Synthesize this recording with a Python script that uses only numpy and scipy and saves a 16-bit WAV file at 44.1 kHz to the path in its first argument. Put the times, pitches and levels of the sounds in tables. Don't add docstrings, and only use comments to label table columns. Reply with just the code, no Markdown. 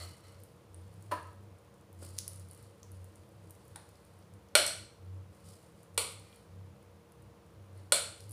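import sys
import numpy as np
from scipy import signal
from scipy.fft import rfft, irfft, next_fast_len
from scipy.io import wavfile
from scipy.ndimage import map_coordinates

SR = 44100
rng = np.random.default_rng(int(sys.argv[2]) if len(sys.argv) > 2 else 0)


def int16_out(signal):
    q = np.round(np.clip(np.atleast_2d(signal).T, -1, 1) * 32767)
    wavfile.write(sys.argv[1], SR, q.astype(np.int16))


def nominal_scale(level):
    x = np.asarray(level, float) / 20
    return 10 ** x


N = 366912


# t/s, peak level/dB, freedom to ring (0-1), lowest mode f/Hz as the grip leaves it
KNOCKS = [
    (2.0245, -33.5, 0.4, 600),
    (3.7584, -38.5, 0.3, 600),
    (4.553, -3.5, 0.9, 588),
    (4.664, -20, 0.9, 600),
    (4.677, -23, 0.84, 600),
    (5.978, -12.5, 0.37, 527),
    (7.922, -6.5, 0.62, 568),
]
# f/Hz, level/dB
FIRST_RAP = [(200, -16), (330, -6.5), (450, -8), (630, 0), (800, -7.5), (1000, -11), (1400, -5),
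             (1800, -8.5), (2300, -6.5), (4300, -6), (6300, -15.5), (9200, -5.5), (12000, -17),
             (15500, -23)]
# f/Hz, level/dB
SECOND_RAP = [(280, -12.5), (450, -1), (700, -6.5), (1200, -0.2), (1700, -18), (2050, -7), (3400, -4.5),
              (4300, -4.5), (5700, -12.5), (6300, -15.5), (7000, -8), (9300, 0.5), (12500, -14),
              (15500, -22)]
# f/Hz, level/dB
THIRD_RAP = [(230, -21), (340, -14), (560, -1.5), (800, -11.5), (1400, -7), (1750, -13.5), (2300, -10),
             (4300, -6.5), (5200, -13), (6200, -18), (7200, -6.5), (9300, -2.5), (12500, -19), (15500, -24)]
# f/Hz, level/dB
KNOCK_COLOURS = [
    [(88, -12), (150, -9), (339, 9), (389, -7), (559, -3.5), (923, -18), (1020, -14.5), (3000, -36),
     (3900, -54), (6600, -120)],
    [(290, -36), (500, -14), (565, -17), (822, 0.5), (1430, -10), (1630, -4.5), (2830, -24), (3810, -11),
     (5800, -28), (7000, -21), (9100, -46), (15400, -120)],
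    FIRST_RAP,
    [(1470, -44), (2500, -31), (4800, -13), (5780, -2), (6860, -8), (8270, 4.5), (15300, -16), (16000, -22)],
    [(1470, -47), (2500, -31), (4310, 0), (4800, -3), (6700, -17), (8020, -3), (14900, -20), (16000, -29)],
    SECOND_RAP,
    THIRD_RAP,
]
# f/Hz, width/Hz, level/dB
BOWL = [(600, 80, 5), (1440, 80, 7), (2260, 130, 5), (2990, 60, 4), (3460, 90, 4), (4160, 90, 6),
        (4310, 90, 8), (5700, 110, 6), (8050, 250, 3), (9250, 400, 4), (11350, 150, 4)]


def knocks():
    out = np.zeros(N)
    for (s, db, ring, low_hz), colour in zip(KNOCKS, KNOCK_COLOURS):
        held_modes = [(low_hz, 60, 4.5)] + BOWL[1:]
        lowest_hz = colour[0][0]

        def body(f):
            clank = nominal_scale(along(colour, f)) * np.minimum(f / lowest_hz, 1) ** 4
            return clank * (0.7 + ring * peaks(f, held_modes))

        add(out, s - 0.0004, strike(blow(440, count=12), body, db + 10.5, wet_db=1.7))
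    return out


# t/s, peak level/dB
DROP = [
    (1.113, -20),
]
# f/Hz, width/Hz, level/dB
TIN = [(322, 81, -8), (600, 74, -2.5), (970, 48, -1), (1012, 45, 3), (1170, 42, -4.5), (1287, 12, 5.5),
       (1680, 120, -8.5), (2770, 270, -22.5), (4300, 260, -22), (9500, 770, -20.5), (14000, 2600, -28)]


def lump():
    out = np.zeros(N)
    (s, db), = DROP

    def body(f):
        return 0.003 + peaks(f, TIN) / (1 + (f / 9000) ** 2)

    add(out, s + 0.0008, strike(blow(60, count=120), body, db + 14, wet_db=0.3))
    return out


# t/s, peak level/dB, centre f/Hz, spread/octaves
POPS = [(0.0094, -50, 4310, 0.26), (0.0502, -47, 8000, 0.6), (0.3444, -59, 4130, 0.56),
        (0.402, -53, 13000, 0.38), (0.4354, -42, 10400, 0.35), (0.744, -40.5, 9200, 0.11),
        (1.2274, -48.5, 9200, 0.32), (2.0276, -41, 9200, 0.47), (2.182, -33, 6330, 0.65),
        (2.186, -19.5, 6000, 0.45), (2.2783, -24, 9400, 0.33), (2.5112, -38, 9840, 0.23),
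        (2.83, -40, 6300, 0.18), (3.2344, -57.5, 3310, 0.78), (3.5068, -39, 10080, 0.37),
        (3.7592, -31.5, 8600, 0.15), (3.9549, -53, 4210, 0.52), (4.0497, -52, 9770, 0.35),
        (4.2247, -58, 4560, 0.32), (4.4862, -55, 6110, 0.56), (6.3174, -57, 14230, 0.5),
        (6.327, -49, 3150, 0.24), (7.221, -53.5, 10590, 0.33), (8.2048, -41, 6000, 0.8),
        (8.309, -37, 9300, 0.35)]
# t/s, peak level/dB
SNAPS = [(0.94, -54), (1.0241, -46.5), (1.3294, -57), (1.9282, -49), (2.0487, -42), (2.2684, -55),
         (2.3326, -42), (2.359, -41), (2.396, -43), (2.4857, -49), (2.532, -44), (2.547, -46), (2.575, -47),
         (2.626, -48.5), (2.917, -43.5), (3.043, -46), (3.2899, -56), (3.4967, -50), (3.652, -52),
         (3.68, -49.5), (3.8896, -50), (4.1894, -55), (5.831, -48), (6.12, -41), (6.3589, -47),
         (6.827, -55), (7.1202, -50), (7.7756, -52), (8.294, -41), (8.3174, -37)]
SNAP_HZ, SNAP_OCTAVES = 9900, 0.53


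def ticks():
    out = np.zeros(N)
    snaps = [(s, db, SNAP_HZ, SNAP_OCTAVES) for s, db in SNAPS]
    for s, db, hz, octaves in POPS + snaps:
        spread = np.clip(0.96 * octaves, 0.05, 2)
        edge_gain = 0.2 * nominal_scale(0.26 * (db + 39.5))
        knots = rng.standard_normal(14)

        def colour(f):
            band = np.exp(-0.5 * (np.log2((f + 1) / hz) / spread) ** 2)
            edge = edge_gain * abs(resonance(f, 5500, 16000)) ** 2
            lumps = nominal_scale(3.5 * np.interp(f, np.linspace(0, SR / 2, len(knots)), knots))
            return (band + edge) * lumps * (1 + port(f))

        add(out, s + 0.0006, strike(blow(600, count=10), colour, db + 10.0, wet_db=-7.5))
    return out


def crackle():
    happens = rng.random(N) < 70 / SR
    spikes = happens * nominal_scale(4.4 * rng.exponential(size=N)) * rng.standard_normal(N)
    snaps = filtered(spikes, lambda f: abs(resonance(f, 7900, 7000)) ** 2 * (1 + port(f)))
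    return nominal_scale(-84.5) * kitchen(unit(snaps), wet_db=-5.5)[:N]


# f/Hz, level/dB
HISS = [(1470, -40), (2500, -10), (4080, -6.5), (4760, 0), (6060, -8), (9220, 2), (12100, -9), (14900, -16),
        (16000, -12.5)]
# f/Hz, width/Hz, level/dB
SONG = [(1240, 200, -2), (2043, 210, -3.5), (2980, 110, -3.5), (4060, 120, -3.5), (4410, 140, -2.5),
        (5570, 140, -6), (7700, 92, -8)]


def wipe():
    hiss_db, song_db = pressure()
    grain = nominal_scale(2.74 * wobble(180))
    hiss = unit(grain * noise(lambda f: nominal_scale(along(HISS, f))))
    song = noise(lambda f: 0.092 * abs(resonance(f, 3000, 4000)) + peaks(f, SONG) ** 2)
    return nominal_scale(hiss_db - 0.2) * hiss + nominal_scale(song_db - 1.2) * song


# t/s at full pressure, held/s, hiss level/dB, song level/dB
STROKES = [(0.0, 0.03, -54.5, -52), (0.25, 0.04, -68, -63), (0.4, .02, -69.5, -78.5),
           (2.022, 0.082, -57.5, -70), (2.168, .01, -60.5, -67), (2.22, 0.18, -66.5, -70),
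           (2.5, 0.15, -69, -72.5), (5.46, 0.071, -62, -73.5), (5.76, 0.077, -73, -83),
           (6.24, 0.13, -69.5, -69.5), (7.77, .03, -74.5, -72), (8.19, .05, -64, -80),
           (8.29, .03, -64.5, -74)]
PRESS_DB_PER_S, LIFT_DB_PER_S = 404, 97
# start t/s, length/s, hiss level/dB
DRAGS = [
    (0.7, 0.71, -74),
    (2.6, 0.77, -75.5),
    (3.3, 1.05, -73),
    (5.3, 0.46, -69),
    (7.95, 0.34, -74),
]
DRAG_SONG_DB = -6


def pressure():
    t = np.arange(0, N + 32, 32) / SR
    strokes = []
    for s, held, hiss, song in STROKES:
        press = PRESS_DB_PER_S * np.maximum(s - t, 0)
        lift = LIFT_DB_PER_S * np.maximum(t - s - held, 0)
        strokes.append(np.c_[[hiss, song]] - press - lift)
    hiss_db, song_db = np.max(strokes, axis=0)
    start, length, db = np.transpose(DRAGS)
    drag_db = 20 * np.log10(arched(start + length / 2, length, db, 0.6) + 1e-6)
    every = np.arange(N) / SR
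    return (np.maximum(np.interp(every, t, hiss_db), drag_db),
            np.maximum(np.interp(every, t, song_db), drag_db + DRAG_SONG_DB))


# middle t/s, length/s, level/dB, f/Hz, width/Hz
RUBS = [
    (0.03, .34, -62, 4370, 180),
    (0.03, .3, -63, 620, 250),
    (0.02, .2, -68, 7730, 140),
    (6.32, .26, -74, 2400, 90),
    (6.35, .1, -75, 3200, 90),
    (7.975, .12, -50, 560, 30),
]


def rubs():
    out = np.zeros(N)
    broken = nominal_scale(3 * wobble(40))
    for s, length, db, hz, width_hz in RUBS:
        start = max(s - length / 2, 0)
        rough = rng.standard_normal(SR // 2)
        tone = unit(filtered(rough, lambda f: abs(resonance(f, hz, width_hz)) ** 2))
        add(out, start, tone * arched([s - start], [length], db, 2)[:SR // 2])
    return broken * out


# middle t/s, length/s, rms level/dB
SWELLS = [(0.042, 0.21, -46.5), (0.272, 0.11, -53.5), (0.408, 0.15, -54), (0.813, 0.34, -49.5),
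          (0.992, 0.12, -51), (1.124, 0.23, -47.5), (1.27, 0.12, -50.5), (1.431, 0.35, -53.5),
          (2.114, 0.52, -49), (2.42, 0.33, -49), (2.638, 0.29, -56), (2.99, 0.4, -48.5),
          (3.207, 0.096, -54.5), (3.436, 0.41, -54.5), (3.739, 0.11, -55), (4.172, .25, -59.5),
          (4.348, 0.094, -52), (4.628, 0.25, -56), (4.798, .14, -51), (5.142, 0.35, -44),
          (5.312, 0.063, -55), (5.489, 0.16, -52), (5.987, .2, -52), (6.191, 0.29, -55),
          (6.613, .34, -48.5), (7.299, 0.29, -58), (7.611, 0.14, -52.5), (7.79, 0.36, -50),
          (8.068, 0.31, -57.5), (8.36, 0.39, -45)]
BOOM_HZ, LULL_DB = 94.6, -65
# f/Hz, width/Hz, rms level/dB
DRONES = [(68, 8, -70.5), (127, 7.2, -67.5), (165, 7.6, -68.5), (198.8, 17, -69), (320, 45, -70.5),
          (562, 10, -75)]
# f/Hz, rms level/dB
WHINE = (471, -70.5)


def hum():
    middle, length, db = np.transpose(SWELLS)
    size = arched(middle, length, db, 1.5)
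    phase = 2 * np.pi * np.cumsum(BOOM_HZ + 3.2 * wobble(11)) / SR
    swelling = size * nominal_scale(0.8 * wobble(14)) * np.sin(phase)
    murmur = nominal_scale(LULL_DB) * wobble(11) * np.cos(phase)
    boom = np.sqrt(2) * (swelling + murmur)

    whine_hz, whine_db = WHINE
    whine_phase = 2 * np.pi * np.cumsum(whine_hz + 0.78 * wobble(3)) / SR
    whine = np.sqrt(2) * nominal_scale(whine_db + 1.2 * wobble(2.8)) * np.sin(whine_phase)

    drones = np.zeros(N)
    for hz, width_hz, level in DRONES:
        drones += nominal_scale(level) * noise(lambda f: abs(resonance(f, hz, width_hz)) ** 2)
    swell = ((size + nominal_scale(LULL_DB)) / nominal_scale(-54.5)) ** 0.15
    return boom + whine + swell * drones


# f/Hz, level/dB
AIR = [(12, -56), (25, -14), (48, -16.5), (72, 0), (106, -2), (152, -8), (207, -7.5), (266, -12.5),
       (414, -10), (463, -6.5), (786, -14.5), (1040, -14), (1710, -22.5), (7470, -33.5), (9600, -36.5),
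       (15400, -37)]


def air():
    drift = nominal_scale(0.3 * wobble(2))
    return nominal_scale(-61.5) * drift * noise(lambda f: nominal_scale(along(AIR, f)) * (1 + 0.45 * port(f)))


def strike(force, gain, db, wet_db):
    sound = filtered(force, gain)
    return nominal_scale(db) * kitchen(sound / np.linalg.norm(sound), wet_db)


def blow(width_hz, count):
    f = np.fft.rfftfreq(8192, 1 / SR)
    centres = (np.arange(count) + rng.random(count))[:, None] * SR / 2 / count
    allpass = 1 - 2 * resonance(f + 0.00091, centres, width_hz)
    force = irfft(np.prod(allpass, axis=0), 8192)
    return force * (np.arange(8192) < 4096)


# f/Hz, t60/s
KITCHEN = [(200, .4), (600, .45), (2000, 0.5), (6000, 0.5), (12000, 0.35), (16000, 0.31)]
# t/s, level/dB
WALLS = [
    (.0021, -3.5),
    (.007, -10),
    (.0105, -15.5),
    (.017, -13.5),
    (.024, -18),
]


def kitchen(x, wet_db):
    hz, t, z = signal.stft(rng.standard_normal(SR // 2 + 8192), SR, nperseg=256)
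    decay = nominal_scale(-60 * t / along(KITCHEN, hz)[:, None])
    tail = signal.istft(z * decay, SR, nperseg=256)[1]
    tail *= 1 - np.exp(-np.arange(len(tail)) / SR / 0.0025)
    answer = tail / np.linalg.norm(tail)
    for s, db in WALLS:
        answer[round(s * SR)] += nominal_scale(db)
    answer *= nominal_scale(wet_db)
    answer[0] = 1
    return signal.fftconvolve(x, answer)


# f/Hz, width/Hz, level/dB
PORT = (9650, 790, 7.7)


def port(f):
    hz, width_hz, db = PORT
    return nominal_scale(db) * abs(resonance(f, hz, width_hz)) ** 2


def resonance(f, hz, width_hz):
    return 1j * f * width_hz / (hz * hz - f * f + 1j * f * width_hz)


def peaks(f, modes):
    return np.sqrt(sum(abs(nominal_scale(db) * resonance(f, hz, width)) ** 2 for hz, width, db in modes))


def filtered(x, gain):
    m = 2 * next_fast_len(len(x) // 2 + 4096)
    cepstrum = irfft(np.log(gain(np.fft.rfftfreq(m, 1 / SR)) + 1e-6), m)
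    cepstrum[1:m // 2] *= 2
    cepstrum[m // 2 + 1:] = 0
    return irfft(rfft(x, m) * np.exp(rfft(cepstrum)), m)[:len(x)]


def noise(gain):
    return unit(filtered(rng.standard_normal(N), gain))


def arched(middle_s, length_s, db, power):
    t = np.arange(0, N + 64, 64)
    phase = np.clip((t / SR - np.c_[middle_s]) / np.c_[length_s], -0.5, 0.5)
    arches = np.abs(np.cos(np.pi * phase)) ** power
    return np.interp(np.arange(N), t, np.atleast_1d(nominal_scale(db)) @ arches)


def wobble(rate):
    knots = rng.standard_normal(int(N * rate / SR) + 4)
    return map_coordinates(knots, [np.arange(N) * rate / SR])


def along(points, hz):
    f, v = np.transpose(points)
    return np.interp(np.log(hz + 1), np.log(f + 1), v)


def unit(x):
    return x / np.sqrt(np.mean(x ** 2) + 1e-20)


def add(track, s, sound):
    at = round(s * SR)
    track[at:at + len(sound)] += sound[:max(len(track) - at, 0)]


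def scene():
    return (knocks() + lump() + ticks() + crackle() + wipe() + rubs() + hum() + air())[None]


def top_cut(x):
    return signal.sosfilt(signal.butter(12, 16690, fs=SR, output="sos"), x)


def record(dry):
    def response(f):
        top = nominal_scale(np.interp(f, [15450, 15560, 16600, 16800], [0, -19, -24, -70]))
        bass_loss = (58 / (f + 1)) ** 8 / (1 + (40 / (f + 1)) ** 8)
        return top / np.sqrt(1 + bass_loss)

    heard = filtered(dry[0], response)
    return top_cut(heard[None])


dry = scene()
out = record(dry)
int16_out(out)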